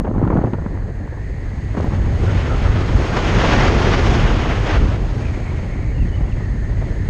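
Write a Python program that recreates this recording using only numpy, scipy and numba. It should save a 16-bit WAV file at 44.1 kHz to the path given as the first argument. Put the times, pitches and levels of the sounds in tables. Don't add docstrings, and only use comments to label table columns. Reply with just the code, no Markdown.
import sys
import numpy as np
from scipy import signal
from scipy.fft import rfft, irfft, next_fast_len
from scipy.io import wavfile
from scipy.ndimage import uniform_filter1d
from numba import njit

SR = 44100
rng = np.random.default_rng(int(sys.argv[2]) if len(sys.argv) > 2 else 0)


def file_out(sig):
    cols = np.atleast_2d(sig).T
    lim = np.clip(cols, -1, 1)
    pcm = np.round(lim * 32767).astype(np.int16)
    wavfile.write(sys.argv[1], SR, pcm)


def ratio_of_db(decibels):
    return 10 ** (np.asarray(decibels, float) / 20)


N = 312669


def unit(x):
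    return x / np.sqrt(np.mean(x ** 2))


def curves(table):
    s, *columns = np.transpose(table)
    return [np.interp(np.arange(N) / SR, s, column) for column in columns]


def walk(rate):
    k = int(SR / rate)
    held = np.repeat(rng.standard_normal(N // 40), k)[:N]
    return unit(uniform_filter1d(uniform_filter1d(held, k), k))


def bands(x, colour, count):
    hz, db = np.transpose(colour)
    size = next_fast_len(N)
    log_f = np.log(np.fft.rfftfreq(size, 1 / SR) + 1)
    gain = ratio_of_db(np.interp(log_f, np.log(hz), db, left=-120, right=-120))
    spectrum = rfft(x, size) * gain
    centres = np.linspace(np.log(hz[0]), np.log(hz[-1]), count)
    for k, centre in enumerate(centres):
        weight = np.interp(log_f, centres, np.arange(count) == k)
        yield np.exp(centre), irfft(spectrum * weight, size)[:N]


@njit
def svf(x, hz, width):
    y, band, low = np.empty(len(x)), 0., 0.
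    for i in range(len(x)):
        g, k = np.tan(np.pi * hz[i] / SR), width[i] / hz[i]
        v = (band + g * (x[i] - low)) / (1 + g * (g + k))
        band, low, y[i] = 2 * v - band, low + 2 * g * v, k * v
    return y


def resonance(hz, width, skirt=2.6):
    hz, width = hz + np.zeros(N), width + np.zeros(N)
    narrow = svf(rng.standard_normal(N), hz, width)
    return unit(svf(narrow, hz, skirt * width))


# (start [s], length [s], rise [dB], coarseness [0 hiss - 1 buffet])
GUSTS = [(1.456, 0.019, 6, 1), (1.769, 0.022, 14, 0.5), (1.821, 0.017, 10.5, .5), (1.859, 0.023, 9, 0.85),
         (1.914, 0.047, 6, 0.7), (2.264, 0.013, -4, 0.8), (2.76, 0.01, 3, 0.1), (3.165, 0.011, 7, 0),
         (3.386, 0.157, 4, 0.16), (3.526, 0.16, 3.5, 0.07), (3.793, 0.1, 3, 0.22), (3.931, 0.018, 6, 0.1),
         (4.035, 0.25, 0.5, 0), (4.503, 0.013, 6, 0.8), (4.66, 0.118, 5.5, 0), (4.773, .04, 0, .1),
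         (2.23, 0.066, 0.5, .1), (2.344, .08, 1, .1), (6.014, 0.073, 3.5, 0.3), (6.278, 0.029, 5.5, 0.6)]


def gusts():
    edge_s = 0.013
    t = np.arange(N) / SR
    fine, coarse = np.zeros(N), np.zeros(N)
    for s, length, db, coarseness in GUSTS:
        inside_s = np.minimum(t - s, s + length - t)
        shape = db * np.clip(inside_s / edge_s + .5, 0, 1)
        fine += (1 - coarseness) * shape
        coarse += coarseness * shape
    return fine, coarse


# (middle [s], rise [dB])
SWELLS = [(.17, 3), (.33, 4), (.6, 1.5), (1.0, -1), (1.4, 0), (1.9, -2.5), (2.66, 4.5), (2.05, 2),
          (2.32, 0), (2.75, 2.5), (2.95, 6.5), (3.44, -1), (4.08, 7), (4.24, 3), (4.76, 3.5), (5.1, -0.5),
          (5.4, -2.5), (5.7, -2.5), (6.031, 7.5), (6.56, 1.5), (6.8, 3), (7.06, 1.5)]
# (frequency [Hz], density [dB per Hz])
RUMBLE_COLOUR = [(18, -8), (27, -8), (40, 2), (60, -1), (78, -4.5), (91, -0.5), (112, -5.5), (180, -17.5),
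                 (300, -24), (600, -50.5)]


def rumble(heave):
    swell_s = 0.051
    t = np.arange(N) / SR
    swells = sum(db * np.exp(-((t - s) / swell_s) ** 2) for s, db in SWELLS)
    out = 0
    for _, band in bands(rng.standard_normal(N), RUMBLE_COLOUR, count=6):
        swing = np.sqrt(uniform_filter1d(band ** 2, int(0.12 * SR)) / np.mean(band ** 2))
        out = out + band / (swing + 0.25) ** 0.2
    return ratio_of_db(heave + swells) * unit(out)


# (roar [dB], heave [dB], crossflow [dB])
CRUISE_DB = (-56, -19, -42)
# (time [s], level [dB], lumpiness [dB])
FLUTTER = [
    (0, -24.5, 8),
    (.2, -27.5, 0),
    (.38, -25, 0.5),
    (.47, -20.5, 4.5),
    (.5, -31, 3),
    (.75, -32, 2.5),
    (1.2, -35.5, 1.5),
    (3, -61, 1.8),
]
# (frequency [Hz], density [dB per Hz])
BUFFET_COLOUR = [(60, -11.5), (120, 1), (200, -2.5), (400, -6.5), (800, -16), (1500, -26.5), (3000, -44.5),
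                 (6000, -79)]


def buffet(roar, heave, coarse):
    cruise_roar, cruise_heave, _ = CRUISE_DB
    calm_db = -58
    stream = -33.5 + 0.48 * (np.maximum(roar, calm_db) - cruise_roar) + 0.46 * (heave - cruise_heave)
    wake, lump_db = curves(FLUTTER)
    level_db = np.maximum(wake, stream) + coarse
    lump_db = lump_db - 0.83 * coarse
    lumps = ratio_of_db(np.clip(lump_db, 0, 12) * walk(180))
    lumps = lumps / np.sqrt(uniform_filter1d(lumps ** 2, SR // 4))
    noise = rng.standard_normal(N) * lumps
    parts = (band * ratio_of_db(1.57 * walk(25)) for _, band in bands(noise, BUFFET_COLOUR, count=6))
    return ratio_of_db(level_db) * unit(sum(parts))


# (roar [dB], tilt [dB per octave])
BRIGHTNESS = [(-74.5, 3.5), (-65, 1), (-44, -1.5), (-33.5, -1.5), (-26.5, 0)]
# (frequency [Hz], density [dB per Hz])
RUSH_COLOUR = [(300, -3), (700, -1), (1300, -1), (2000, -3), (3200, -7.5), (4000, -13.5), (5300, -15),
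               (6100, -19), (6480, -17), (7150, -25), (8500, -35.5), (9800, -35), (10300, -57),
               (10900, -74)]


def rush(roar, fine):
    tilt_db = np.interp(roar, *np.transpose(BRIGHTNESS)) - 0.29 * fine
    noise = rng.standard_normal(N) * ratio_of_db(.7 * walk(14) + 1.1 * walk(70))
    out = 0
    for hz, band in bands(noise, RUSH_COLOUR, count=9):
        tilt = tilt_db * np.log2(hz / 3500)
        out = out + band * ratio_of_db(tilt + 0.88 * walk(9.7))
    return ratio_of_db(roar + fine + 6.5) * unit(out)


# (time [s], level [dB], pitch [Hz])
CROSSFLOW = [(0, -53.5, 1850), (.5, -44, 1820), (.85, -43.5, 1800), (1.2, -40.5, 1816), (1.6, -40, 1870),
             (2.4, -38.5, 1945), (2.9, -38, 1930), (3.4, -47.5, 1840), (4.9, -47, 1860), (5.2, -41, 1880),
             (5.4, -41, 1890), (5.9, -41.5, 1900), (5.98, -40, 1860), (6.3, -42.5, 1930), (6.42, -39, 1880),
             (6.7, -39.5, 1870), (6.9, -37, 1860), (7.09, -38.5, 1820)]
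# (pitch [Hz], width [Hz], level [dB])
UPPER_CAVITIES = [
    (4280, 900, 3.5),
    (6490, 370, 1.5),
    (7490, 2140, -2),
]


def cavities(roar, fine):
    cruise_roar, _, cruise_cross = CRUISE_DB
    cross, port_hz = curves(CROSSFLOW)
    upper_db = -64.5 + 0.41 * (roar + fine - cruise_roar) + .25 * (cross - cruise_cross)
    port = resonance(port_hz * (1 + 0.025 * walk(25)), width=430, skirt=1.2)
    upper = sum(ratio_of_db(db) * resonance(hz, width) for hz, width, db in UPPER_CAVITIES)
    port = ratio_of_db(cross - 5.5 + 0.47 * walk(18)) * port
    return port + ratio_of_db(upper_db + 0.24 * walk(23.0)) * upper


# (time [s], peak [full scale], width [ms])
PULSES = [
    (.0005, -.5, 1.2),
    (7.0905, .33, 2.5),
]


def pulses():
    t = np.arange(N) / SR
    return sum(peak * np.exp(-((t - s) * 1000 / ms) ** 2) for s, peak, ms in PULSES)


# (time [s], peak [dB], length [ms], crackle
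# share [dB])
FLURRY = [(0.0102, -18, 2.3, -17), (0.015, -13.5, 5.7, -25), (0.0526, -15.5, 3.7, -10),
          (0.0671, -17.5, 3.7, -5), (0.0717, -24, 1.3, -10.0), (0.077, -13, 1.7, -16),
          (0.0903, -12.0, 5.5, -24), (0.1094, -20, 3.3, -14), (0.1132, -11.5, 3.4, -20),
          (0.1392, -14, 5.9, -16), (0.1468, -18, 6.2, -12), (0.1605, -12, 3.6, -18),
          (0.1695, -13, 8.1, -19), (0.1797, -8, 4.6, -16.5), (0.196, -15, 2.3, -20),
          (0.2157, -8.5, 2.7, -23), (0.2266, -6.5, 4.1, -25), (0.2294, -11, 7.2, -14.5),
          (0.2359, -6.5, 9.5, -19), (0.2496, -15.5, 4.6, -6), (0.267, -7, 5.2, -22), (0.2743, -12, 4, -9),
          (0.2821, -9.5, 7.8, -18), (0.3014, -9, 3.5, -9), (0.3068, -12, 4.8, -20), (0.3093, -19, 13, -9),
          (0.3176, -10, 2.8, -21), (0.322, -17.5, 1.7, -9), (0.3279, -13.5, 2.5, -9.0),
          (0.331, -15, 2.3, -9), (0.3389, -8.5, 5.2, -23), (0.3544, -8, 2.9, -23), (0.3573, -5, 4.7, -26),
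          (0.3637, -11.0, 2.5, -19), (0.3697, -11, 3.4, -9), (0.3778, -3, 6.9, -26),
          (0.3846, -6.5, 7.1, -16), (0.3894, -8.5, 4, -22), (0.3939, -18, 11, -22), (0.4133, -9, 4.9, -21),
          (0.4175, -20, 1.3, -9), (0.4359, -25, 1.5, -9), (0.4451, -6.5, 7.2, -15), (0.4537, -10, 5.7, -26),
          (0.4618, -22, 10, -20), (0.482, -19.5, 2.6, -21), (6.817, -27, 2.5, -11),
          (6.8235, -22.5, 1.5, -9), (6.831, -29, 2.5, -15)]
# (time [s], peak [dB], length [ms])
STRAYS = [(0.5323, -9, 5.5), (0.542, -13, 2.5), (0.5465, -21, 8.1), (0.5527, -24, 6.8), (0.585, -21, 1.8),
          (0.5948, -23, 7.7), (0.6205, -21, 4.6), (0.6615, -11, 6.2), (0.6798, -23, 9.7), (0.707, -27, 6.0),
          (0.7409, -24, 3.9), (0.7544, -28, 3.6), (0.7632, -25, 5.9), (0.7718, -28, 4.2), (0.908, -24, 4.2),
          (1.077, -25, 2.9), (1.749, -15.5, 3.7), (1.7725, -14, 4.2), (1.777, -12, 5.3), (1.783, -18, 3.2),
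          (1.7939, -21, 5.7), (1.8017, -14, 1.4), (1.8093, -18, 2.7), (1.843, -9.5, 5.2),
          (1.8506, -16.0, 8.3), (1.8608, -24, 2.9), (1.873, -17, 4.5), (1.9068, -16.5, 6.2),
          (1.9195, -14.5, 7.2), (1.9349, -11.0, 7.3), (2.762, -26, 2.1)]


def thumps():
    stray_crackle_db, rise_ms, fall_ms = -15, 0.76, 4.1
    out, t = np.zeros(N), np.arange(SR // 20) / SR
    crackle_shape = np.minimum(t * 1000 / rise_ms, 1) * np.exp(-t * 1000 / fall_ms)
    dull = signal.butter(3, 1150, fs=SR)
    for s, db, ms, crackle_db in FLURRY + [(*row, stray_crackle_db) for row in STRAYS]:
        u = t / (np.clip(ms, 2, 15) / 1000)
        envelope = np.exp(-(u / .85) ** 2) * (1 - np.exp(-(u / .2) ** 2))
        swing = -.8 * np.sin(2 * np.pi * u) * envelope
        crackle = rng.standard_normal(len(t)) * crackle_shape
        crackle = np.gradient(signal.lfilter(*dull, signal.lfilter(*dull, crackle)))
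        crackle = ratio_of_db(np.minimum(crackle_db + 3, -6)) * crackle / np.abs(crackle).max()
        i = int(s * SR)
        out[i:i + len(t)] += ratio_of_db(db + 1.5) * (1.5 * swing + crackle)
    return out


# (time [s], peak [dB], pitch [Hz])
TICKS = [(1.8083, -30, 3200), (1.8084, -43, 8000), (1.845, -51, 9000), (1.850, -36, 13000),
         (.2765, -33, 1900), (.535, -29, 1800), (.305, -33, 1700), (.056, -36, 1500), (.231, -35, 1400),
         (.342, -36, 1500), (.373, -34, 1700), (.414, -34, 1200), (.459, -35, 1400), (.956, -36, 1400),
         (.4395, -8, 380), (.391, -13, 450), (.775, -23, 800), (1.0765, -28, 800), (1.844, -20, 800),
         (1.7705, -20, 900), (2.763, -19, 900), (1.8, -20, 800)]


def ticks():
    out, t = np.zeros(N), np.arange(SR // 20) / SR
    for s, db, hz in TICKS:
        v = 2 * np.pi * hz * t - 3
        i = int(s * SR)
        out[i:i + len(t)] += ratio_of_db(db) * 1.65 * v * np.exp(-v ** 2 / 2)
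    return out


def edge_notes(notes, thin_hz, broad_hz):
    off_db, attack, release_s = -70, .1, .004
    lock_s = .095
    rows = []
    for s, length, first_hz, last_hz, db in notes:
        width = thin_hz if length < lock_s else broad_hz
        shape = ((0, off_db), (attack * length, db), (length - release_s, db), (length, off_db))
        for at, level in shape:
            rows.append((s + at, first_hz + (last_hz - first_hz) * at / length, width, level))
    return curves(rows)


# (start [s], length [s], first pitch [Hz], last pitch [Hz], level [dB])
EDGE_NOTES = [(2.26, .05, 1430, 1390, -35), (2.48, .08, 1250, 1350, -36), (2.59, .04, 2440, 2500, -42),
              (2.645, .07, 1360, 1210, -34), (2.765, .075, 1245, 1230, -35), (3.11, .035, 1520, 1540, -34),
              (5.2, .17, 2450, 2330, -47), (5.37, .16, 2250, 2200, -46.5), (5.55, .11, 2170, 2280, -47),
              (5.66, .1, 2230, 2120, -46.5), (5.76, .17, 2160, 2260, -46), (5.942, .036, 2900, 2820, -51),
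              (5.979, .016, 2800, 2600, -49), (5.996, .052, 2900, 2380, -46.5),
              (6.087, .022, 2950, 3100, -49.5), (6.115, .05, 2920, 2980, -49),
              (6.168, .018, 3000, 2700, -53), (6.212, .035, 2960, 3030, -50),
              (6.315, .022, 3050, 2250, -48)]
# (start [s], length [s], first pitch
# [Hz], last pitch [Hz], level [dB])
MORE_EDGE_NOTES = [
    (5.17, .065, 1480, 1800, -45),
    (5.33, .05, 2200, 2100, -47),
    (5.76, .04, 2100, 2000, -47),
    (5.965, .05, 1960, 1880, -48),
    (6.05, .05, 1830, 1950, -48),
    (6.18, .035, 2150, 2300, -51),
    (6.248, .022, 3250, 3350, -62),
    (6.275, .02, 2800, 2700, -55),
    (6.37, .04, 1950, 2050, -48),
]


def whistles(notes):
    thin_hz, broad_hz = 85, 190
    hz, width, db = edge_notes(notes, thin_hz, broad_hz)
    tone = resonance(hz * (1 + .01 * walk(40)), width)
    tone = tone / np.sqrt(uniform_filter1d(tone ** 2, SR // 60) + .01)
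    phase = 2 * np.pi * np.cumsum(hz * (1 + .008 * walk(90))) / SR
    locked = np.sqrt(2) * np.sin(phase)
    is_locked = (width < broad_hz - 40) & (hz > 2300)
    tone = np.where(is_locked, .85 * locked + .5 * tone, tone)
    return ratio_of_db(db - 1.2 + 2.2 * walk(40)) * tone


# (time [s], roar of fine turbulence [dB], heave of the big eddies [dB])
FLOW = [(0, -66, -24), (.45, -63.5, -23), (1.1, -65, -26), (1.7, -55, -22.5), (1.8, -52, -18.5),
        (2.21, -45, -14.5), (2.23, -40.5, -14.5), (2.6, -40, -18.5), (2.84, -40, -16.5), (3.15, -33, -21),
        (3.3, -30, -16), (4.2, -30.5, -17), (4.64, -37.5, -18.5), (4.93, -39.5, -15.5),
        (4.99, -47.5, -18.5), (5.22, -46, -18.5), (5.9, -54, -19.5), (6.25, -55, -19), (7.09, -54, -19)]


def scene():
    roar, heave = curves(FLOW)
    fine, coarse = gusts()
    wind = rumble(heave) + buffet(roar, heave, coarse) + rush(roar, fine) + cavities(roar, fine)
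    strikes = pulses() + thumps() + ticks()
    return (wind + strikes + whistles(EDGE_NOTES) + whistles(MORE_EDGE_NOTES))[None]


def thin_treble(x):
    f, _, z = signal.stft(x, SR, nperseg=2048, noverlap=1024)
    hz = f[:, None]
    power = uniform_filter1d(np.abs(z) ** 2, size=3, axis=0)
    roar = uniform_filter1d(power[(f > 1000) & (f < 5000)].mean(axis=0), size=5)
    floor = uniform_filter1d(power, size=41, axis=0) * ratio_of_db(2 * 1.2)
    floor = floor * (np.minimum(hz, 9500) / 8500) ** 2 * (hz < 10500)
    floor = floor * (roar / roar.max()) ** (.36 / 2)
    z[(power < floor) & (hz > 7300)] *= .03
    return signal.istft(z, SR, nperseg=2048, noverlap=1024)[1][:N]


def band_limit(x):
    return signal.sosfilt(signal.butter(12, 14300, fs=SR, output="sos"), x)


# (centre [Hz], width [Hz], level [dB])
HISS = (12000, 2600, -81.5)


def record(dry):
    hz, width, db = HISS
    preamp = np.tanh(1.153 * dry[0]) / 1.06
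    mix = thin_treble(preamp) + ratio_of_db(db) * resonance(hz, width)
    return band_limit(mix[None])


dry = scene()
out = record(dry)
file_out(out)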